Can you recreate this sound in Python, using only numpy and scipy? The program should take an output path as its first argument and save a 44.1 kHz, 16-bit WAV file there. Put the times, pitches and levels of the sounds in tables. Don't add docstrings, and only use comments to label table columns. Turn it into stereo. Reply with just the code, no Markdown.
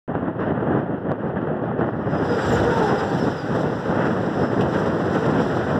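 import sys
import numpy as np
from scipy.fft import rfft, irfft, next_fast_len
from scipy.io import wavfile
from scipy.ndimage import uniform_filter1d, map_coordinates

SR = 44100
rng = np.random.default_rng(int(sys.argv[2]) if len(sys.argv) > 2 else 0)


def wrap_up_sound(samples):
    columns = np.atleast_2d(samples).T
    tamed = np.clip(columns, -1, 1)
    steps = np.round(tamed * 32767).astype(np.int16)
    wavfile.write(sys.argv[1], SR, steps)


N = 255339
T = np.arange(N) / SR
PORT_S = 20 / 44100
NOSE_S, BUILD_S = 2.03, 0.28


def amp(db):
    return 10 ** (np.asarray(db) / 20)


def along(points, hz):
    freqs, values = np.transpose(points)
    return np.interp(np.log(hz + 1), np.log(freqs + 1), values)


def wobble(knots_per_s):
    knots = rng.standard_normal(int(N * knots_per_s / SR) + 4)
    return map_coordinates(knots, [T * knots_per_s])


def ramp(centre_s, rise_s):
    return .5 + .5 * np.tanh(2 * (T - centre_s) / rise_s)


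def envelope(start_s, length_s, attack_s=0.02, release_s=0.022):
    return ramp(start_s, attack_s) * (1 - ramp(start_s + length_s, release_s))


def filtered(x, response):
    size = next_fast_len(N + SR // 4)
    return irfft(rfft(x, size) * response(np.fft.rfftfreq(size, 1 / SR)), size)[..., :N]


def coloured(x, spectrum):
    shaped = filtered(x, lambda hz: amp(along(spectrum, hz)))
    return shaped / np.sqrt(np.mean(shaped ** 2) + 1e-20)


def pulses(rows, spectrum):
    spikes = np.zeros(N)
    for time_s, db in rows:
        spikes[round(time_s * SR)] = amp(db)
    return filtered(spikes, lambda hz: amp(along(spectrum, hz)) / np.mean(amp(along(spectrum, hz))))


def from_right(x, share):
    left = filtered(x, lambda hz: np.exp(-2j * np.pi * hz * share * PORT_S))
    return np.array([left, x])


def diffuse(spectrum, lee_db=-2):
    pair = coloured(rng.standard_normal((2, N)), spectrum)
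    width = lambda hz: np.arccos(np.sinc(2 * hz * PORT_S)) / 2
    mid, side = filtered(pair, lambda hz: np.array([np.cos(width(hz)), np.sin(width(hz))]))
    return np.array([mid + side, mid - side]) * amp([[lee_db], [0]])


# freq_hz, level_db
MIC_HISS_SPECTRUM = [(4000, -11.5), (9000, -11.5), (12000, 2), (15000, -2.5)]

def self_noise(level_db=-82):
    return amp(level_db) * coloured(rng.standard_normal((2, N)), MIC_HISS_SPECTRUM)


# start_s, length_s, roar_boost_db, rattle_boost_db
ROUGH_STRETCHES = [(0.144, .055, 6, 5), (0.395, 0.11, 10.5, 16), (0.535, 0.092, 6, 5),
                   (0.685, 0.14, 5.5, 8), (1.222, 0.087, 2, 9.5), (1.361, 0.14, 5.5, 7),
                   (1.62, 0.075, 2.5, 11), (1.788, 0.031, 11, 20), (1.838, 0.2, -1, 10.5)]

def own_wheels():
    return amp(sum(np.outer([roar_db, rattle_db], envelope(start_s, length_s))
                   for start_s, length_s, roar_db, rattle_db in ROUGH_STRETCHES))


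# freq_hz, level_db
RATTLE_SPECTRUM = [(1500, -15), (2600, -0.5), (3300, 4), (4400, 3.5), (5600, -5.5), (6600, -17.5),
                   (8000, -19.5), (12000, -28.5), (15000, -29.5)]

def gear_rattle(gain, level_db=-76, swing_db=2.1, grit_db=2):
    return diffuse(RATTLE_SPECTRUM) * gain * amp(level_db + swing_db * wobble(40) + grit_db * wobble(150))


# start_s, level_db
COUPLING_HITS = [(4.606, -26)]
# pitch_hz, level_db, t60_s
COUPLING_MODES = [(2540, -3, .1), (2750, -5, 0.11), (2965, -4, .1), (3520, -5, 0.09)]

def coupling(level_db=-6, waver_rad=0.65):
    total = np.zeros(N)
    for start_s, hit_db in COUPLING_HITS:
        age = np.maximum(T - start_s, 0)
        ring = sum(amp(db - 60 * age / t60_s) * np.sin(2 * np.pi * hz * age + waver_rad * wobble(180))
                   for hz, db, t60_s in COUPLING_MODES)
        attack = 1 - np.exp(-age / .002)
        total += amp(hit_db + level_db) * ring * attack
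    return from_right(total, share=0.86)


# start_s, level_db
CLACK_HITS = [(3.903, -35), (4.053, -32), (4.4025, -43), (4.607, -24.5), (4.745, -41.5), (4.7907, -39),
              (4.858, -29.5), (5.1114, -45.5), (5.1502, -34), (5.257, -28.5), (5.3711, -43), (5.449, -32.5),
              (5.572, -38)]
# freq_hz, level_db
CLACK_SPECTRUM = [(200, -8), (600, -8), (1000, -0.5), (1700, 8), (2300, 4.5), (2900, 2), (3800, -1.5),
                  (5200, -3), (8000, -15.5), (15000, -29.5)]

def clacks(level_db=-7.0, t60_s=0.12):
    blows = np.zeros(N)
    for start_s, db in CLACK_HITS:
        age = np.maximum(T - start_s, 0)
        attack = 1 - np.exp(-age / 0.001)
        blows += amp(db + level_db - 60 * age / t60_s) * attack
    return blows * diffuse(CLACK_SPECTRUM)


def passing(rows, distance_m, flutter_db, flutter_per_s, closing_m_per_s=33):
    total = np.zeros(N)
    for abreast_s, pitch_hz, width_hz, db, loudest_s, spread_s in rows:
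        range_m = np.hypot(closing_m_per_s * (abreast_s - T), distance_m)
        emitted_s = T - range_m / 343
        drift = wobble(2 * width_hz) + 1j * wobble(2 * width_hz)
        tone = drift / np.sqrt(np.abs(drift) + .1) * np.exp(2j * np.pi * pitch_hz * emitted_s)
        swell = np.exp(-.5 * ((T - loudest_s) / spread_s) ** 2)
        total += tone.real * swell * amp(db)
    return from_right(total * amp(flutter_db * wobble(flutter_per_s)), share=0.904)


# abreast_s, pitch_hz, width_hz, level_db, loudest_s, spread_s
FLANGE_SQUEALS = [(2.46, 4580, 40, -57, 2.19, .055), (2.46, 4610, 35, -49.5, 2.33, .038),
                  (2.46, 4610, 110, -47, 2.46, .03), (2.54, 7080, 330, -52, 2.49, .06),
                  (2.54, 7080, 300, -41.5, 2.555, .02), (2.54, 14100, 450, -61, 2.55, .04),
                  (2.54, 7080, 170, -48, 2.665, .025), (2.54, 7200, 200, -55, 2.83, .07),
                  (2.63, 3560, 60, -41.5, 2.63, .025), (3.06, 4760, 170, -47.5, 2.895, .025),
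                  (3.06, 4760, 110, -46.5, 2.995, .022), (3.06, 4780, 170, -46.5, 3.115, .025),
                  (3.06, 4800, 130, -45.5, 3.21, .018), (3.11, 7100, 380, -59, 3.04, .05),
                  (3.41, 4790, 170, -43, 3.222, .016), (3.42, 4830, 190, -54, 3.42, .09),
                  (3.41, 4830, 130, -47, 3.395, .022), (4.75, 4780, 170, -55, 4.44, .06)]

def flanges():
    return passing(FLANGE_SQUEALS, distance_m=2.7, flutter_db=3.0, flutter_per_s=95)


# abreast_s, pitch_hz, width_hz, level_db, loudest_s, spread_s
ENGINE_TONES = [(2.52, 106, 35, -14.5, 2.54, .08), (2.48, 440, 11, -23.5, 2.32, .08),
                (2.79, 452, 16, -22, 2.76, .14), (2.42, 810, 35, -32.5, 2.36, .12),
                (2.8, 872, 35, -27.5, 2.8, .15), (2.82, 868, 26, -22.5, 2.775, .05),
                (2.72, 850, 22, -27.5, 2.87, .05), (2.8, 880, 16, -29.5, 3.1, .09),
                (2.44, 1320, 25, -32, 2.39, .1), (2.75, 1350, 24, -22.5, 2.8, .09),
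                (2.8, 1350, 35, -27.5, 2.64, .12)]

def locomotive():
    return passing(ENGINE_TONES, distance_m=4.0, flutter_db=2.5, flutter_per_s=45)


# abreast_s, spread_s, roar_db, hiss_db
BOGIE_PASSES = [(2.5, 0.2, -23, -41.5), (2.83, 0.23, -25, -42), (3.2, 0.1, -31.5, -44),
                (3.56, 0.061, -52, -47), (4.04, 0.097, -23.5, -56.5), (4.41, 0.055, -27.5, -50),
                (4.771, 0.046, -23.5, -43), (4.889, 0.029, -24.5, -51.5), (5.153, 0.013, -20.5, -45.5),
                (5.4, 0.33, -26.5, -46.5)]

def freight_wheels(bed_roar_db=-31, bed_hiss_db=-49, screened_s=0.37):
    roar_power = (amp(bed_roar_db) * ramp(NOSE_S, BUILD_S)) ** 2
    hiss_power = (amp(bed_hiss_db) * ramp(NOSE_S + screened_s, BUILD_S)) ** 2
    for abreast_s, spread_s, roar_db, hiss_db in BOGIE_PASSES:
        near = np.exp(-((T - abreast_s) / spread_s) ** 2)
        roar_power += near * amp(roar_db) ** 2
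        hiss_power += near * amp(hiss_db) ** 2
    return np.sqrt(roar_power), np.sqrt(hiss_power)


# freq_hz, level_db
RAIL_HISS_SPECTRUM = [(1500, -16), (2500, -1), (3500, 4), (4300, 4), (5200, 1), (6300, -4.5), (7500, -8),
                      (9000, -17), (12000, -23), (15000, -26)]

def rail_hiss(gain, shake_db=1.33):
    return diffuse(RAIL_HISS_SPECTRUM) * gain * amp(shake_db * wobble(50))


# freq_hz, level_db
ROAR_SPECTRUM = [(60, -21.5), (200, -30), (450, 12.5), (650, -3.5), (830, 1.5), (1100, -5), (1450, 2.5),
                 (1900, 0), (2350, -9.5), (3200, -22), (4200, -48), (6000, -62)]

def wheel_roar(freight_gain, own_gain, own_db=-40.5, level_db=-1, shake_db=1.92, direct_db=-6):
    direct = from_right(coloured(rng.standard_normal(N), ROAR_SPECTRUM), share=0.6)
    roar = diffuse(ROAR_SPECTRUM, lee_db=-6) + amp(direct_db) * direct
    gain = np.hypot(freight_gain, own_gain * amp(own_db))
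    return roar * gain * amp(level_db + shake_db * wobble(35))


# time_s, level_db
GRIT_HITS = [(1.110, -37), (1.1175, -20.5), (4.206, -30)]
# freq_hz, level_db
TICK_SPECTRUM = [(400, -2), (1400, 7), (2500, -1.5), (3600, 5.5), (4600, 7.5), (6000, -23.5), (8000, -11),
                 (10000, -26), (15000, -26.5)]

def grit():
    return np.array([np.zeros(N), -pulses(GRIT_HITS, TICK_SPECTRUM)])


# time_s, level_db
EDDY_HITS = [(0.153, -1), (0.18, -10.5), (0.508, -15.5), (1.1175, 0), (1.819, -21), (1.89, -5),
             (3.287, -13.5), (3.587, -20), (3.904, -4), (4.875, 4), (5.361, -6), (5.571, -4.5),
             (5.716, -11)]
# freq_hz, level_db
THUMP_SPECTRUM = [(30, -14.5), (100, -4), (300, -0.5), (700, -9), (1900, -29.5), (3000, -48), (5000, -77.5)]

def eddy_slaps(level_db=2):
    return np.array([np.zeros(N), -amp(level_db) * pulses(EDDY_HITS, THUMP_SPECTRUM)])


# start_s, length_s, level_db
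WIND_GUSTS = [(0.083, 0.039, -15.5), (0.148, 0.025, -11.5), (0.217, 0.025, -12.5), (0.274, 0.026, -11),
              (0.387, 0.062, -12), (0.46, 0.048, -15.5), (0.501, 0.024, -7), (0.539, 0.053, -15),
              (0.602, 0.085, -14.5), (0.676, 0.13, -10.5), (0.868, 0.016, -18), (0.918, 0.035, -14.5),
              (1.059, 0.035, -15.5), (1.093, 0.034, -11.5), (1.233, 0.044, -16.0), (1.283, 0.033, -13.5),
              (1.361, 0.029, -9.5), (1.472, 0.07, -14), (1.613, 0.08, -14), (1.692, 0.04, -16),
              (1.788, 0.062, -9), (1.86, 0.034, -10.5), (2.059, 0.035, -13), (2.124, 0.045, -11),
              (2.188, 0.083, -11.5), (2.3, 0.038, -16.0), (2.473, 0.104, -14), (2.603, 0.088, -8.5),
              (2.764, 0.073, -10), (2.897, 0.051, -7.5), (2.955, 0.005, -13), (3.115, 0.056, -11.5),
              (3.216, 0.043, -15), (3.27, 0.021, -5), (3.458, 0.0043, -13), (3.543, 0.026, -9),
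              (3.588, 0.015, -8.5), (3.644, 0.029, -11), (3.882, 0.061, -10.5), (3.955, 0.053, -10.5),
              (4.016, 0.073, -13.5), (4.1, 0.039, -17), (4.26, 0.038, -14), (4.362, 0.07, -12.5),
              (4.425, 0.034, -8.5), (4.477, 0.012, -14.5), (4.57, 0.113, -9), (4.753, 0.032, -11.5),
              (4.862, 0.042, -10), (4.921, 0.037, -13.0), (5.001, 0.019, -9.5), (5.058, 0.0027, -12.5),
              (5.11, 0.058, -16), (5.232, 0.071, -9), (5.304, 0.076, -10.5), (5.38, 0.102, -14),
              (5.495, 0.12, -15), (5.708, 0.083, -12.5)]
# start_s, length_s, depth_db
WIND_LULLS = [(0.313, 0.045, -4), (0.962, 0.06, -2.5), (1.156, 0.034, -3.5), (2.346, 0.03, -3.5),
              (3.332, 0.13, -5), (3.784, 0.07, -4.5), (5.19, 0.025, -3)]

def wind_db(open_air_db=-16.5, channel_db=3, restless_db=.8):
    stream = amp(open_air_db + channel_db * ramp(NOSE_S, BUILD_S) + restless_db * wobble(21.77))
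    gusts = sum(amp(db) * envelope(start_s, length_s) for start_s, length_s, db in WIND_GUSTS)
    lulls_db = sum(db * envelope(start_s, length_s) for start_s, length_s, db in WIND_LULLS)
    return 20 * np.log10(np.hypot(stream, gusts)) + lulls_db


# freq_hz, level_db
WIND_SPECTRUM = [(20, -30), (43, -27), (65, -13), (100, -2), (165, -0.5), (250, -4.5), (400, -10.5),
                 (650, -17.5), (1000, -27.5), (1900, -31), (2400, -45), (3200, -54), (5200, -84),
                 (9000, -85.5)]

def slipstream(level_db=-1, lee_db=-6, lump_db=0.39, eddy_db=1.94, brighten=0.16, fine_hz=450):
    gust_db = wind_db()
    shared_db = lump_db * wobble(45)
    lumps = np.array([amp(shared_db + eddy_db * wobble(260)) for port in range(2)])
    air = coloured(lumps * rng.standard_normal((2, N)), WIND_SPECTRUM)
    fine = filtered(air, lambda hz: hz ** 2 / (hz ** 2 + fine_hz ** 2))
    air += fine * (amp(brighten * (gust_db - gust_db.mean())) - 1)
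    return air * amp(gust_db + level_db) * amp([[lee_db], [0]])


def scene():
    freight_roar, freight_hiss = freight_wheels()
    own_roar, own_rattle = own_wheels()
    rolling = wheel_roar(freight_roar, own_roar) + rail_hiss(freight_hiss)
    steel = gear_rattle(own_rattle) + flanges() + clacks()
    wind = slipstream() + eddy_slaps() + grit()
    return wind + rolling + steel + locomotive() + coupling() + self_noise()


def gain_control(x, ceiling_db=-6, window_s=0.0085):
    power = np.abs(uniform_filter1d(np.mean(x ** 2, axis=0), int(window_s * SR)))
    return x / (1 + (power / amp(ceiling_db) ** 2) ** 2) ** .25


# freq_hz, share
CROSSFEED = [(100, 0.69), (1000, 0.65), (4000, 0.69), (9000, 0.79)]

def record(dry, start_s=.078, top_hz=15400):
    delay = lambda hz: np.exp(-2j * np.pi * hz * PORT_S)
    other = filtered(dry[::-1], lambda hz: np.clip(along(CROSSFEED, hz), 0, 1) * delay(hz))
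    wide = gain_control((dry - other) * (T > start_s))
    rounded = wide / (1 + wide ** 6) ** (1 / 6)
    return filtered(rounded, lambda hz: hz < top_hz)


dry = scene()
out = record(dry)
wrap_up_sound(out)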